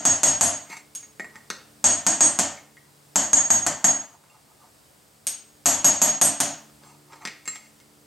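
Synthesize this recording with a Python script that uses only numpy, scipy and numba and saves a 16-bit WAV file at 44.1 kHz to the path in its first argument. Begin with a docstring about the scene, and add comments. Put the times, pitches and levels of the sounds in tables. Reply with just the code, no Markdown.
"""A hammer blow just struck is still ringing over a fan's hum and rush as quick runs of blows begin.
A small steel hammer taps a chisel set against a metal part on a cloth-covered wooden bench: each blow
sums damped modes of head and bench with minimum-phase impacts. Between runs the chisel tip touches the
part (modes and a tick) and scrapes it (rough noise through resonances). A small workshop answers with
near echoes and a diffuse tail, and a look-ahead limiter turns down the loudest peaks."""
import sys
import numpy as np
from scipy import signal
from scipy.fft import rfft, irfft, next_fast_len
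from scipy.io import wavfile
from scipy.ndimage import uniform_filter1d, minimum_filter1d, map_coordinates
from numba import njit

SR = 44100
rng = np.random.default_rng(int(sys.argv[2]) if len(sys.argv) > 2 else 0)


def wav_out(sig):
    """Save sig, one row per channel (or a flat mono array), as 16-bit PCM at SR to the path in sys.argv[1]."""
    wavfile.write(sys.argv[1], SR, np.round(np.clip(np.atleast_2d(sig).T, -1, 1) * 32767).astype(np.int16))


N = 355446
HOLD = SR * 2 // 5  # samples kept of each hit

# Hammer blows; where the face lands sets the ring. Each row: start in seconds, strength in dB, then levels
# in dB over the strength of the lowest head modes, middle modes, top modes and snap.
HAMMER_BLOWS = [(-.125, -10.5, -7.5, -19.5, -15, 11.5), (.053, -5.5, -7, -16, -26.5, 7.5),
                (.233, -4.5, -8, -11, -20.5, 10), (0.41, -5.5, -5, -11.5, -25.5, 8),
                (0.951, -38.5, 5.5, -12.5, -34.5, 25.5), (1.842, -4, -8.5, -8.5, -42, 8),
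                (2.066, -8, -9.5, -9, -36.5, 9.5), (2.207, -5, -9, -4, -49.5, 4.5),
                (2.389, -10, -21, -25, -32, 11.5), (3.158, -8, -2.5, -20, -20, 6.5),
                (3.332, -8, 4.5, -10.5, -29.5, 7), (3.504, -9, -4.5, -13.5, -19.5, 3),
                (3.665, -15, -9.5, -28, -32, 9.5), (3.843, -8.5, -2, -16, -20, 3.5),
                (5.269, -29.5, -1, 3.5, -2.5, 30), (5.658, -3.5, -6.5, -9.5, -14, 8.5),
                (5.845, -4, -8, -21.5, -21, 7), (6.017, -5.5, -7, -20.5, -16, 9.5),
                (6.214, -6.5, -7, -4, -12.5, 12.5), (6.403, -12, -13.5, -34, -19, 17.5)]
# Modes of the hammer head. Each row: frequency in Hz, relative level in dB, t60 in seconds, group 0-2.
HEAD_MODES = [(6591, 0, .25, 0), (6606, -4, .23, 0), (7143, -11, .2, 0), (7380, -20, .15, 0),
              (7500, -21, .2, 0), (7690, -22, .15, 0), (8288, 0, .2, 1), (9430, -24, .2, 1),
              (9717, -11, .25, 1), (11385, 0, .15, 2), (11950, -18, .12, 2), (14250, -25, .15, 2)]
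# Modes of bench top and part lying on it. Each row: frequency in Hz, relative level in dB, t60 in seconds.
BENCH_MODES = [(95.5, -7, .3), (109, -18.5, 0.42), (155.4, -10.5, 0.32), (211, -10.5, 0.35), (285, -2, 0.2),
               (320.4, -5, 0.2), (602, -3, .17), (630, -7, .12), (704, -6, .14), (763, -5, .16),
               (932, -7, .13), (1820, -6, .15), (3090, -3, .09), (3274, -7.5, 0.039), (3446, -7.5, 0.098),
               (4450, -7, 0.12), (4670, 3, .04), (5190, -9.5, 0.037), (5900, -1, 0.11)]
# Steel on steel, coloured by the part. Each row: frequency in Hz, relative density in dB per Hz.
CRACK_SPECTRUM = [(900, -26.5), (1850, -21.5), (2500, -17), (3300, -13.5), (3900, -19.5), (4600, -12.5),
                  (5300, -15), (6000, -4), (7400, 4.5), (8500, -5), (10000, -39), (12000, -29),
                  (13500, -41.5), (16400, -71.5)]
# Impact on bench top and part. Each row: frequency in Hz, relative density in dB per Hz.
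KNOCK_SPECTRUM = [(50, -34), (90, -15), (280, 0.5), (480, -15.5), (620, 3.5), (1200, -5), (2000, -4),
                  (2600, -16.5), (5000, -49.5)]
# Snap of a glancing edge. Each row: frequency in Hz, relative density in dB per Hz.
SNAP_SPECTRUM = [(300, -33.5), (1500, -19.5), (4500, -16.5), (7000, -10), (8700, 0.5), (10300, -13),
                 (12000, -12.5), (14000, -33.5), (16400, -30)]
# Light taps hardly reach the bench, hard ones all shake it alike.
# Each row: blow strength in dB, thud level in dB before the gains of its two parts.
THUD_BY_STRENGTH = [(-38, -73), (-15.5, -35), (-3.5, -28), (-1, -28)]

# Diffuse decay of the workshop. Each row: frequency in Hz, t60 in seconds.
SHOP_DECAY = [(80, 0.24), (300, 0.39), (1000, 0.46), (3000, 0.47), (7000, 0.34), (12000, 0.17),
              (16000, 0.26)]
# Bench top and nearest surfaces. Each row: echo delay in seconds, level in dB.
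NEAR_ECHOES = [(.0008, -3), (.0024, -10), (.0056, -2), (.0068, -8.5), (.011, -6.5)]
# Stereo spread of the tail. Each row: frequency in Hz, side gain in dB.
ECHO_SPREAD = [(60, -22), (300, -23), (1000, -14.5), (3000, -12.5), (7000, -10.5), (10000, -18.5),
               (14000, -25)]
# Stereo balance of the bench sounds. Each row: frequency in Hz, left minus right in dB.
STEREO_LEAN = [(60, 0), (300, -1.5), (1500, -0.2), (6000, 0.74), (14000, 0.3)]

# Fan rush and microphone hiss. Each row: frequency in Hz, relative density in dB per Hz.
AIR_SPECTRUM = [(20, -23.5), (60, -8.5), (120, -4.5), (300, -9.5), (600, -7.5), (1200, -12.5),
                (2500, -17.5), (4000, -18), (4900, -15.5), (6000, -19), (8600, -14.5), (9800, -20.5),
                (15500, -23), (16400, -27)]
# Stereo likeness of the air. Each row: frequency in Hz, left-right correlation.
AIR_LIKENESS = [(60, 1), (180, 0.44), (550, 0.2), (1650, 0.04), (4970, 0.82), (15000, 1)]
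AIR_DB = -58  # mean level of the rush's mid signal
# Partials of the fan hum. Each row: nominal frequency in Hz, mean relative level in dB.
FAN_PARTIALS = [(72.5, -12.5), (145, 3), (217.5, 1), (295, 0.5), (360, -8), (435, -4.5)]
# The hum swells and sinks. Each row: time in seconds, gain in dB.
HUM_SWELL = [(0, -57.5), (1, -68), (2, -63.5), (2.999, -66), (4.4, -73), (5.3, -67.5), (6.8, -66.5),
             (8.06, -65)]

# Chisel tip touching the part. Each row: start in seconds, gain in dB, name of the spot.
TIP_TOUCHES = [(.7, -30.5, "dull"), (.769, -34, "clank"), (1.029, -38.5, "clank"), (1.197, -23, "ping"),
               (1.245, -33, "ping"), (1.357, -32.5, "ping"), (1.502, -15, "flat"), (2.575, -33, "tink"),
               (2.769, -41, "tink"), (4.239, -46, "dull"), (4.3, -46, "faint"), (4.62, -52, "dull"),
               (6.697, -48, "dull"), (6.836, -39, "dull"), (7.123, -37, "dull"), (7.132, -30, "dull"),
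               (7.159, -42, "clank"), (7.221, -40, "tink"), (7.2521, -18.5, "clank"),
               (7.2741, -22.5, "clank"), (7.456, -33, "rim"), (7.477, -19, "rim"), (7.558, -32, "clank"),
               (7.801, -44, "clank")]
# Modes of chisel and loose part. Each row: frequency in Hz, relative level in dB, t60 in seconds, group 0-5.
CHISEL_MODES = [(1850, -14, .06, 0), (1905, -11, .09, 0), (2160, -10, .09, 1), (2760, -16, .2, 5),
                (4140, -19, .18, 2), (4570, -10, .04, 2), (6400, -13, .08, 3), (8500, -16, .02, 3),
                (12000, -24, .04, 3), (14300, -30, .03, 3), (7482, -10, .22, 4), (1290, -25, .12, 1)]
# Where the tip lands on the part. Each entry, by spot: levels in dB of the first modes, second mode,
# middle modes, high modes, long mode and third mode (groups 0-5), then thud and tick.
TIP_SPOTS = {"ping": (7, -9, -18, -14, -21, -15, -7, 8.5), "flat": (-8, -14, -7, -8.5, -43, -15, 1, 12.5),
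             "dull": (-18.5, -18, -20.5, -27, -30, -20, -8.5, 11),
             "clank": (-4.5, -5.5, -12, -11, -19, -14, -12.5, 11.5),
             "rim": (-4.5, -3, -8, -3, -5.5, -6, -13, 11.5), "faint": (-30, -22, -15, -22, -13, 5, -21, 1),
             "tink": (1, -3, -30, -30, -35, -25, -24, 12)}
TIP_NEAR_DB = -3.5  # the tip works down inside the part, shaded from the near surfaces
CONTACT_T60_S = 0.0076  # the tip skids a little as it lands

# Strokes of the tip dragging while the part shifts on the cloth. Each row: start in seconds,
# hold in seconds, then gains in dB of the dull, bright and scuff layers.
SCRAPE_STROKES = [(0.701, 0.069, -47.5, -52, -55), (1.35, 0.025, -62, -66, -59),
                  (4.122, .03, -83, -74, -60.5), (4.238, 0.011, -73.5, -80, -75),
                  (4.322, .04, -76, -77, -63), (4.49, 0.014, -81, -84, -65.5),
                  (4.624, 0.013, -80, -73, -58.5), (6.836, .085, -70, -64.5, -60),
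                  (7.112, 0.024, -60.5, -61.5, -53), (7.217, .03, -61, -61.5, -51.5),
                  (7.501, 0.051, -50, -53, -64), (7.65, .015, -64, -63, -74)]
# Resonances of the part on the cloth. Each row: frequency in Hz, width in Hz, relative level in dB.
CLOTH_RESONANCES = [(780, 120, 0), (950, 160, 0), (1230, 160, -5)]
RISE_DB_PER_S, FALL_DB_PER_S = 507.5, 241  # how a stroke sets in and dies away

TOP_HZ = 16300  # upper band limit


def amp(db):
    """Logarithmic level law: decibels to amplitude gain."""
    return 10 ** (np.asarray(db) / 20)


def unit(x):
    """Power normalization: scales a signal to rms 1."""
    return x / np.sqrt(np.mean(x ** 2) + 1e-20)


def along(points, hz):
    """Logarithmic frequency scale: interpolates (Hz, value) points between their log frequencies."""
    point_hz, values = np.transpose(points)
    return np.interp(np.log(hz + 1), np.log(point_hz + 1), values)


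def filtered(x, response):
    """Linear filtering: multiplies the spectrum of x by a response given as a function of Hz."""
    n = x.shape[-1]
    m = next_fast_len(n + 8192)
    return irfft(rfft(x, m) * response(np.fft.rfftfreq(m, 1 / SR)), m)[..., :n]


def wobble(rate):
    """Band-limited fluctuation: a smooth spline through rate random knots a second."""
    knots = rng.standard_normal(int(N * rate / SR) + 4)
    return map_coordinates(knots, [np.arange(N) * rate / SR])


def ring(hz, db, t60, rise):
    """Modal superposition: damped sines with a rise time constant in seconds, each at a random strength."""
    t = np.arange(HOLD)[:, None] / SR
    modes = np.sin(2 * np.pi * hz * t) * amp(-60 * t / t60) * (1 - np.exp(-t / rise))
    return modes @ amp(db + 2 * rng.standard_normal(len(hz)))


def click(spectrum):
    """Minimum phase: the causal, unit-energy pulse of a given colour, found by folding its cepstrum."""
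    log_gain = np.log(amp(along(spectrum, np.fft.rfftfreq(4096, 1 / SR))) + 1e-6)
    cepstrum = irfft(log_gain)
    cepstrum[1:2048] *= 2
    cepstrum[2049:] = 0
    pulse = irfft(np.exp(rfft(cepstrum)))
    return np.pad(pulse / np.linalg.norm(pulse), (0, HOLD - len(pulse)))


def shop(x, send, near_db=0):
    """Room acoustics: direct sound, early echoes and a fresh diffuse tail decaying by band, as mid and side."""
    hz, t, bands = signal.stft(rng.standard_normal((2, HOLD)), SR, nperseg=256)
    decay = amp(-60 * t / along(SHOP_DECAY, hz)[:, None])
    tail = signal.istft(bands * decay, SR, nperseg=256)[1]
    tail = np.pad(tail / np.linalg.norm(tail[0]), ((0, 0), (round(.0012 * SR), 0)))
    near = x.copy()
    for delay, db in NEAR_ECHOES:
        near += amp(db + near_db) * np.pad(x, (round(delay * SR), 0))[:len(x)]
    diffuse = signal.fftconvolve(send[None], tail, axes=1)[:, :len(x)]
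    return diffuse + near * [[1], [0]]  # direct sound and echoes lie in the middle


def add(track, s, sound):
    """Superposition: mixes a hit, its last quarter faded, into a track that starts HOLD samples early."""
    fade = np.minimum(1, np.linspace(4, 0, HOLD))
    track[:, HOLD + round(s * SR):][:, :HOLD] += sound * fade


def hammer():
    """Impact excitation: each blow cracks, rings the head's modes and thuds into the bench."""
    out = np.zeros((2, N + 2 * HOLD))
    hz, db, t60, group = np.transpose(HEAD_MODES)
    crack = amp(17.0) * click(CRACK_SPECTRUM)
    knock, snap = click(KNOCK_SPECTRUM), click(SNAP_SPECTRUM)
    for s, blow_db, *group_db, snap_db in HAMMER_BLOWS:
        head = ring(hz, db + np.take(group_db, group.astype(int)), t60, rise=0.0035)
        # thud relative to the blow, whose strength multiplies the whole hit below
        thud_db = np.interp(blow_db, *np.transpose(THUD_BY_STRENGTH)) - blow_db
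        bench_ring = amp(-2.0) * ring(*np.transpose(BENCH_MODES), rise=0.0052)
        bench = amp(thud_db) * (bench_ring + amp(34.5) * knock)
        edge = amp(snap_db) * snap
        direct = head + bench + crack + edge
        send = amp(1.0) * head + amp(4.0) * bench + amp(6.5) * crack + amp(4.0) * edge
        add(out, s, amp(blow_db) * shop(direct, send))
    return out[:, HOLD:][:, :N]


def air():
    """Broadband noise and a harmonic source: a partly correlated rush with the fan's unsteady hum."""
    def mid_side_response(hz):
        # this split of power between mid and side gives the wanted left-right correlation
        angle = np.arccos(np.clip(along(AIR_LIKENESS, hz), -1, 1)) / 2
        return amp(along(AIR_SPECTRUM, hz)) * [np.cos(angle), np.sin(angle)]

    mid, side = filtered(rng.standard_normal((2, N)), mid_side_response)
    rush = amp(AIR_DB + 1.17 * wobble(2.26)) * np.array([mid + side, mid - side]) / np.std(mid)
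    warped_time = np.cumsum(1 + 0.0069 * wobble(2)) / SR  # all partials drift in pitch together
    hum = np.zeros(N)
    for hz, db in FAN_PARTIALS:
        hum += amp(db + 3.7 * wobble(3)) * np.sin(2 * np.pi * hz * warped_time)
    swell = amp(np.interp(np.arange(N) / SR, *np.transpose(HUM_SWELL)))
    return rush + hum * swell


def touches():
    """Modal excitation by position: the tip ticks on the part; where it lands sets which modes speak."""
    out = np.zeros((2, N + 2 * HOLD))
    hz, db, t60, group = np.transpose(CHISEL_MODES)
    for s, touch_db, spot in TIP_TOUCHES:
        *group_db, thud_db, tick_db = TIP_SPOTS[spot]
        modes = ring(hz, db + np.take(group_db, group.astype(int)), t60, rise=0.00021)
        # the tick is coloured by the same spot: (Hz, dB per Hz)
        colour = [(40, -61.5), (200, thud_db + 4.0), (400, thud_db), (1500, thud_db),
                  (2100, group_db[1]), (2800, group_db[5]), (4700, group_db[2]),
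                  (8000, group_db[3]), (15000, group_db[3] - 27.5)]
        skid_t = np.arange(HOLD // 20) / SR
        skid = rng.standard_normal(HOLD // 20) * amp(-60 * skid_t / CONTACT_T60_S)
        skid /= np.linalg.norm(skid)
        tick = amp(tick_db) * signal.fftconvolve(click(colour), skid)[:HOLD]
        send = amp(-8.5) * modes + amp(-3.0) * tick
        add(out, s, amp(touch_db) * shop(modes + tick, send, TIP_NEAR_DB))
    return out[:, HOLD:][:, :N]


def resonances(modes):
    """Second-order resonance: sums band responses (Hz, width Hz, dB) with alternating sign."""
    def response(hz):
        total = 0
        for k, (centre, width, db) in enumerate(modes):
            band = 1j * hz * width / (centre * centre - hz * hz + 1j * hz * width)
            total = total + (-1) ** k * amp(db) * band
        return total
    return response


def scrapes():
    """Friction excitation: rough grains drive the chisel's modes, and the part scuffs on the cloth."""
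    t = np.arange(N) / SR
    dull = [(hz, 120, db) for hz, db, _, group in CHISEL_MODES if hz < 2500]
    bright = [(hz, 90, db) for hz, db, _, group in CHISEL_MODES if 2500 < hz < 9000]
    bright.append((6050, 1400, -19.5))  # a broad band of hiss
    grains = rng.standard_normal((3, N)) * amp(3.0 * wobble(70))
    bodies = (dull, bright, CLOTH_RESONANCES)
    layers = np.array([unit(filtered(grain, resonances(body))) for grain, body in zip(grains, bodies)])
    gains = np.zeros((3, N))
    for s, hold, *levels_db in SCRAPE_STROKES:
        before, after = np.maximum(s - t, 0), np.maximum(t - s - hold, 0)
        shape = amp(-RISE_DB_PER_S * before - FALL_DB_PER_S * after)
        gains += amp(levels_db)[:, None] * shape
    out = np.sum(gains * layers, axis=0)
    return shop(out, amp(-18.0) * out)


def scene():
    """Mid-side stereo: bench sounds, spread and leaning by band, over the air."""
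    mid, side = hammer() + touches() + scrapes()
    side = filtered(side, lambda hz: amp(along(ECHO_SPREAD, hz)))
    pair = np.array([mid + side, mid - side])
    pair = filtered(pair, lambda hz: amp(along(STEREO_LEAN, hz) / 2 * [[1], [-1]]))
    return pair + air()


@njit
def recover(gain, step):
    """Exponential release: the gain drops at once and climbs back towards 1."""
    out, g = np.empty_like(gain), 1.
    for i in range(len(gain)):
        g = min(gain[i], g + (1 - g) * step)
        out[i] = g
    return out


def record(dry):
    """Peak limiting: the microphone drops the deepest bass; a look-ahead limiter, then the band limit."""
    heard = signal.sosfilt(signal.butter(3, 52, "high", fs=SR, output="sos"), dry)
    peak = np.abs(heard).max(axis=0)  # both channels share one gain
    need = np.minimum(1, amp(-4.5) / (peak + 1e-9))
    ahead = minimum_filter1d(need, size=121)
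    released = recover(ahead, 1 / (0.046 * SR))  # release time constant 0.046 s
    gain = uniform_filter1d(released, size=121)
    return filtered(heard * gain, lambda hz: hz < TOP_HZ)


dry = scene()
out = record(dry)
wav_out(out)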